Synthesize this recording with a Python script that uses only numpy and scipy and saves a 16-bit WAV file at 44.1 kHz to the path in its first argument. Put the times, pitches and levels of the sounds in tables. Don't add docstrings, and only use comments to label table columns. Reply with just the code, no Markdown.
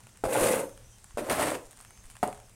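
import sys
import numpy as np
from scipy import signal
from scipy.fft import rfft, irfft, next_fast_len
from scipy.io import wavfile
from scipy.ndimage import uniform_filter1d, map_coordinates

SR = 44100
rng = np.random.default_rng(int(sys.argv[2]) if len(sys.argv) > 2 else 0)


def ratio_of_db(decibels):
    return 10 ** (np.asarray(decibels, float) / 20)


def unload_audio(sound):
    columns = np.transpose(np.atleast_2d(sound))
    steps = np.round(np.clip(columns, -1, 1) * 32767)
    wavfile.write(sys.argv[1], SR, steps.astype(np.int16))


N = 112455
TIME = np.arange(N) / SR


def unit(x):
    return x / np.sqrt(np.mean(x ** 2) + 1e-20)


def along(points, hz):
    f, value = np.transpose(points)
    return np.interp(np.log(hz + 1), np.log(f + 1), value)


def wobble(rate):
    knots = rng.standard_normal(int(N * rate / SR) + 4)
    return map_coordinates(knots, [TIME * rate])


def bump(start, length):
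    return np.sin(np.pi * np.clip((TIME - start) / length, 0, 1))


def filtered(x, response):
    m = next_fast_len(len(x) + 8192)
    return irfft(rfft(x, m) * response(np.fft.rfftfreq(m, 1 / SR)), m)[:len(x)]


def coloured(x, spectrum):
    return filtered(x, lambda f: ratio_of_db(along(spectrum, f)))


def highpass(x, hz, order=1):
    return filtered(x, lambda f: (1j * f / (hz + 1j * f)) ** order)


def grains(rate, spread_db):
    hit = rng.random(N) < rate / SR
    size = ratio_of_db(spread_db * np.minimum(rng.exponential(size=N), 3))
    return unit(hit * rng.standard_normal(N) * size)


def patchy(x, depth_db, count_hz, count_s):
    z = signal.stft(x, nperseg=256)[2]
    field = uniform_filter1d(rng.standard_normal(z.shape), count_hz, 0)
    field = uniform_filter1d(field, count_s, 1)
    return signal.istft(z * ratio_of_db(depth_db * unit(field)), nperseg=256)[1][:N]


# f/Hz, level/dB per Hz
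AIR = [(110, -42), (160, 1), (300, -7.5), (1100, -11), (2400, -13), (4600, -16.5), (6300, -11.5),
       (8900, -12), (11500, -19.5), (15800, -26.5)]


def shed_air():
    level = ratio_of_db(-60.5 + 0.63 * wobble(3.1))
    noise = patchy(rng.standard_normal(N), 1.6, count_hz=5, count_s=20)
    return level * unit(coloured(noise, AIR))


# f/Hz, level/dB per Hz
RUMBLE = [(12, -53), (20, 3), (86, -6.5), (118, -0.5), (156, -27), (220, -17), (290, -59), (480, -120)]


def rumble():
    level = ratio_of_db(-57 + 2.6 * wobble(8.43))
    return level * unit(coloured(rng.standard_normal(N), RUMBLE))


def hum():
    level = ratio_of_db(-65.5 + 0.54 * wobble(7.7))
    return level * np.sin(2 * np.pi * 110.44 * TIME + 0.44 * wobble(8.02))


# t/s, length/s, level/dB, f/Hz
RAILS = [(.62, .085, -70, 11448), (.61, .15, -69, 6322), (.84, .13, -71, 5880), (.8, .2, -77, 6322),
         (.83, .05, -77, 10900), (.91, .07, -74, 3150), (1.08, .05, -77, 4600), (1.18, .1, -70, 5880),
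         (1.22, .06, -72, 11448), (1.85, .21, -70, 6322), (1.85, .13, -75, 2267), (1.85, .05, -78, 10900),
         (1.86, .05, -79, 11448), (2.285, .035, -69, 4800)]


def rails():
    out = np.zeros(N)
    for s, length, db, hz in RAILS:
        level = ratio_of_db(db + 6.5 + 2.7 * wobble(41.55)) * bump(s, length) ** 0.4
        out += level * np.sin(2 * np.pi * hz * TIME + 0.43 * wobble(120))
    return out


# centre t/s, length/s, level/dB
PUSHES = [(0.243, 0.015, -31.5), (0.267, 0.011, -29), (0.419, 0.033, -31), (1.1487, 0.011, -34.5),
          (1.662, 0.033, -42.5), (2.061, 0.027, -37)]


def air_pushes():
    out = np.zeros(N)
    for s, length, db in PUSHES:
        out -= ratio_of_db(db) * bump(s - length / 2, length) ** 2
    return highpass(out, 25)


# t/s, peak level/dB, level of the dull part/dB
TICKS = [(.0044, -36, -9), (0.036, -41, -8), (0.0697, -35, -4), (.092, -38, -9), (0.159, -49, -2),
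         (0.173, -34.5, -9), (.195, -47, -20), (.694, -33.5, -8), (.7761, -35, -5), (0.846, -44, -9),
         (0.923, -45, -10), (.943, -42, -12), (0.984, -38, -12), (1.043, -28, -9), (1.108, -37.5, -2.5),
         (1.151, -44, -15), (1.655, -37, -22), (1.71, -32, -12.5), (1.73, -36.5, -3), (1.7726, -34, -12),
         (1.8033, -31, -8.5), (1.811, -29, -13), (1.849, -32.5, -3.5), (1.907, -34.5, -7),
         (1.975, -41, -1.5), (2.041, -40, -2), (2.0636, -40.5, -4), (2.101, -29.5, -9.5), (2.154, -37, -2),
         (2.158, -39, -4), (2.1675, -34, -1), (2.1891, -39, -14), (2.276, -23.5, -11), (2.328, -29, -5.5),
         (2.3457, -36, -7), (2.3756, -38, -6.5), (2.401, -37, -4), (2.496, -35, -13)]
# f/Hz, level/dB
TICK = [(2500, -120), (3500, -4.5), (6000, -5), (9000, 8), (12000, -9), (15800, -17)]
# f/Hz, level/dB
PLOP = [(300, -120), (700, 7), (1800, 3), (3500, -1.5), (5000, -120)]
# t/s, length/s, level/dB
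SQUELCH = [(1.643, 0.047, -6.5), (1.697, 0.049, -5.5), (1.756, 0.081, 2), (2.031, 0.052, -3),
           (2.094, .035, 1), (2.148, 0.026, -11), (2.272, 0.1, -5)]


def crumbs():
    snap_t60_s, plop_t60_s = 0.0066, 0.013
    out, t = np.zeros(N + 4096), np.arange(4096) / SR
    for s, db, dull_db in TICKS:
        snap = unit(coloured(rng.standard_normal(len(t)), TICK)) * ratio_of_db(-10 - 60 * t / snap_t60_s)
        plop = unit(coloured(rng.standard_normal(len(t)), PLOP)) * ratio_of_db(-7 + dull_db - 60 * t / plop_t60_s)
        out[round(s * SR):][:len(t)] += ratio_of_db(db) * (snap + plop)
    clumps = 0.19 + sum(ratio_of_db(db) * bump(s, length) for s, length, db in SQUELCH)
    crackle_per_s, crackle_db = 500, -58
    bright = unit(coloured(grains(crackle_per_s, 1.5), TICK))
    dull = unit(coloured(grains(crackle_per_s, 2.4), PLOP))
    return out[:N] + ratio_of_db(crackle_db) * clumps * (bright + 0.47 * dull)


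# f/Hz, width/Hz, level/dB
BLADE = [(105.4, 34.3, -13), (159.6, 52, -13.5), (204.4, 14, -7), (290, 23, -8), (358, 15.3, -4),
         (463.6, 47, -6), (529.7, 29.5, 1.5), (647, 53.7, -7.5), (878, 98, -10.5), (1155, 166, -13.5),
         (1570, 165, -15), (1910, 290, -25.5)]


def blade(x, pitch, damp):
    def response(f):
        total = 0
        for k, (centre, width, db) in enumerate(BLADE):
            loss = 1j * f * width * damp
            total = total + (-1) ** k * ratio_of_db(db) * loss / ((centre * pitch) ** 2 - f * f + loss)
        return total
    return filtered(x, response)


# t/s, peak level/dB, thud f/Hz, crack level/dB
BLOWS = [(.238, -18.5, 423, -18), (.2382, -22, 786, -22), (.2525, -18.5, 645, -19),
         (0.2603, -20.5, 620, -41), (0.29, -26, 440, -17), (.349, -24.5, 856, -36), (.356, -15.5, 837, -30),
         (.363, -20, 830, -26), (.372, -21, 520, -36), (.459, -16.5, 503, -30), (0.508, -17, 486, -34),
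         (.536, -16.5, 495, -33), (.553, -28, 555, -28), (.567, -21, 524, -38), (.594, -22, 556, -23),
         (.61, -25.5, 552, -45), (.635, -23.5, 533, -23), (1.1728, -19, 570, -22), (1.1815, -21, 608, -16),
         (1.19, -22.5, 395, -19), (1.297, -27.5, 600, -3.5), (1.31, -16, 594, -20), (1.368, -23, 606, -27),
         (1.395, -23, 617, -16), (1.41, -21.5, 597, -25), (1.42, -16.5, 900, -16.5),
         (1.428, -17.5, 573, -20), (1.444, -28, 660, -25), (1.47, -21.5, 465, -11), (1.48, -24, 744, -25),
         (1.518, -20, 620, -39), (1.552, -25, 523, -24), (2.229, -14, 747, -20), (2.2315, -22, 207.5, -36),
         (2.236, -18, 900, -42), (2.2414, -23.5, 780, -36), (2.254, -30, 620, -34), (2.262, -31, 290, -32),
         (2.275, -32, 540, -30), (2.2835, -24.5, 560, -25.5)]
# f/Hz, level/dB per Hz
GRIT = [(1180, -3), (2000, -3), (2680, -5.5), (2930, -9), (5900, -15), (8930, -6.5), (12700, -16.5),
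        (15800, -24)]


def blows():
    thud_cycles, contact_s, crack_t60_s = 13.5, 0.00024, 0.1
    out, t = np.zeros(N), np.arange(SR // 4) / SR
    for s, db, hz, crack_db in BLOWS:
        hold = sum(s > rows[-1][0] for rows in STROKES)
        tone = np.sin(2 * np.pi * hz * t) + ratio_of_db(-10) * np.sin(2 * np.pi * 1.667 * hz * t)
        thud = tone * ratio_of_db(-60 * t * hz / thud_cycles) * (1 - np.exp(-t / contact_s))
        _, pitch, damp = HOLDS[hold]
        ring = blade(t * np.exp(-t / contact_s * 2), pitch, damp)
        crack = unit(coloured(rng.standard_normal(len(t)), GRIT)) * ratio_of_db(crack_db - 60 * t / crack_t60_s)
        sign = 1 if hold == 3 else -1
        hit = crack + sign * thud / thud.max() + ratio_of_db(-9.5) * ring / np.abs(ring).max()
        out[round(s * SR):][:len(t)] += ratio_of_db(db) * hit
    return highpass(out, 120)


# t/s, pressure level/dB, grit level over pressure/dB
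STROKES = [
    [(.25, -36, -19), (.28, -35.5, -17), (.315, -34.5, -7.5), (.34, -32.5, -5), (.375, -30, -5.5),
     (.446, -27, -8), (.52, -31.5, -4.5), (.6, -35.5, -7.5), (.655, -41.5, -21)],
    [(1.195, -32, -14), (1.22, -34.5, -21.5), (1.255, -43, -7.5), (1.28, -32.5, -14.5), (1.296, -33, -12)],
    [(1.298, -32, 0), (1.322, -32.5, -2), (1.352, -35, -4.5), (1.39, -25, -10.5), (1.425, -24.5, -8.5),
     (1.462, -29, -8.5), (1.49, -27.5, -10.5), (1.555, -36.5, -8), (1.575, -40, -18)],
    [(2.245, -44, -26), (2.27, -36, -18), (2.288, -48, -18)],
]
HOLDS = [(.98, 1.01, 1.3), (1.1, 1, 2.4), (1.2, 1, 2.2), (1.35, 1.25, 4)]
# f/Hz, level/dB per Hz
GRIT_FIRST = [(1180, -36), (2000, 1.5), (2340, -3.5), (2550, 0.5), (2930, -6.5), (5180, -13), (9490, -1),
              (15800, -18)]
# t/s, length/s, level/dB
BURSTS = [(.322, .025, 2.5), (0.351, .012, 0), (0.404, 0.0095, 2.5), (0.428, 0.025, 5.5), (0.517, .012, 4),
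          (0.552, .012, 1), (1.302, 0.043, 1), (1.387, 0.014, 0), (1.415, 0.011, -4), (1.542, 0.017, 4.5)]


def scrape():
    lift_db_per_s, upper_hz = 898, 900
    out = np.zeros(N)
    bursts_db = sum(db * bump(s, length) for s, length, db in BURSTS)
    for stroke, rows in enumerate(STROKES):
        s, press_db, grit_db = np.transpose(rows)
        first, last, damp = HOLDS[stroke]
        on = (TIME > s[0]) * ratio_of_db(-lift_db_per_s * np.maximum(TIME - s[-1], 0))
        force = on * ratio_of_db(np.interp(TIME, s, press_db))
        speed_db = np.interp(TIME, s, grit_db)
        judder = wobble(45)

        slips = grains(5000, 1)
        drive = slips * force * ratio_of_db(0.67 * judder) / np.std(blade(slips, first, damp))
        turn = np.pi / 2 * np.clip((TIME - s[0]) / (s[-1] - s[0]), 0, 1)
        body = blade(drive * np.cos(turn), first, damp) + blade(drive * np.sin(turn), last, damp)
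        upper = filtered(body, lambda f: 1 / (1 + (upper_hz / (f + 1)) ** 4))
        dulling_db = 0.85 * (np.minimum(speed_db, -6) + 4)
        out += body - upper + upper * ratio_of_db(dulling_db)

        grit = patchy(grains(11000, 1.8), 1.5, count_hz=14, count_s=5)
        grit = unit(coloured(grit, GRIT if stroke else GRIT_FIRST))
        grit_judder_db = 0.54 * (.5 * judder + wobble(160))
        out += grit * force * ratio_of_db(2.5 + speed_db + bursts_db + grit_judder_db)
    return highpass(out, 45, order=2)


# f/Hz, t60/s
SHED = [(150, 0.27), (600, 0.44), (2000, 0.28), (9000, 0.35)]


def shed(x):
    out, step = np.zeros(N + SR), SR // 5
    for k in range(0, N, step):
        hz, t, z = signal.stft(rng.standard_normal(SR // 2), SR, nperseg=256)
        decay = ratio_of_db(-60 * t / along(SHED, hz)[:, None])
        tail = signal.istft(z * decay, SR, nperseg=256)[1]
        wet = signal.fftconvolve(x[k:k + step], tail / np.linalg.norm(tail))
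        out[k + 200:][:len(wet)] += wet
    return out[:N]


def scene():
    background = shed_air() + rumble() + hum() + rails() + air_pushes()
    near = crumbs() + blows() + scrape()
    return (near + ratio_of_db(-9) * shed(near) + background)[None]


def low_pass(x):
    return signal.sosfilt(signal.butter(12, 16365, fs=SR, output="sos"), x)


def record(dry):
    top_hz = 15850
    mix = filtered(dry[0], lambda f: np.where(f < top_hz, 1, .03))[None]
    return low_pass(mix)


dry = scene()
out = record(dry)
unload_audio(out)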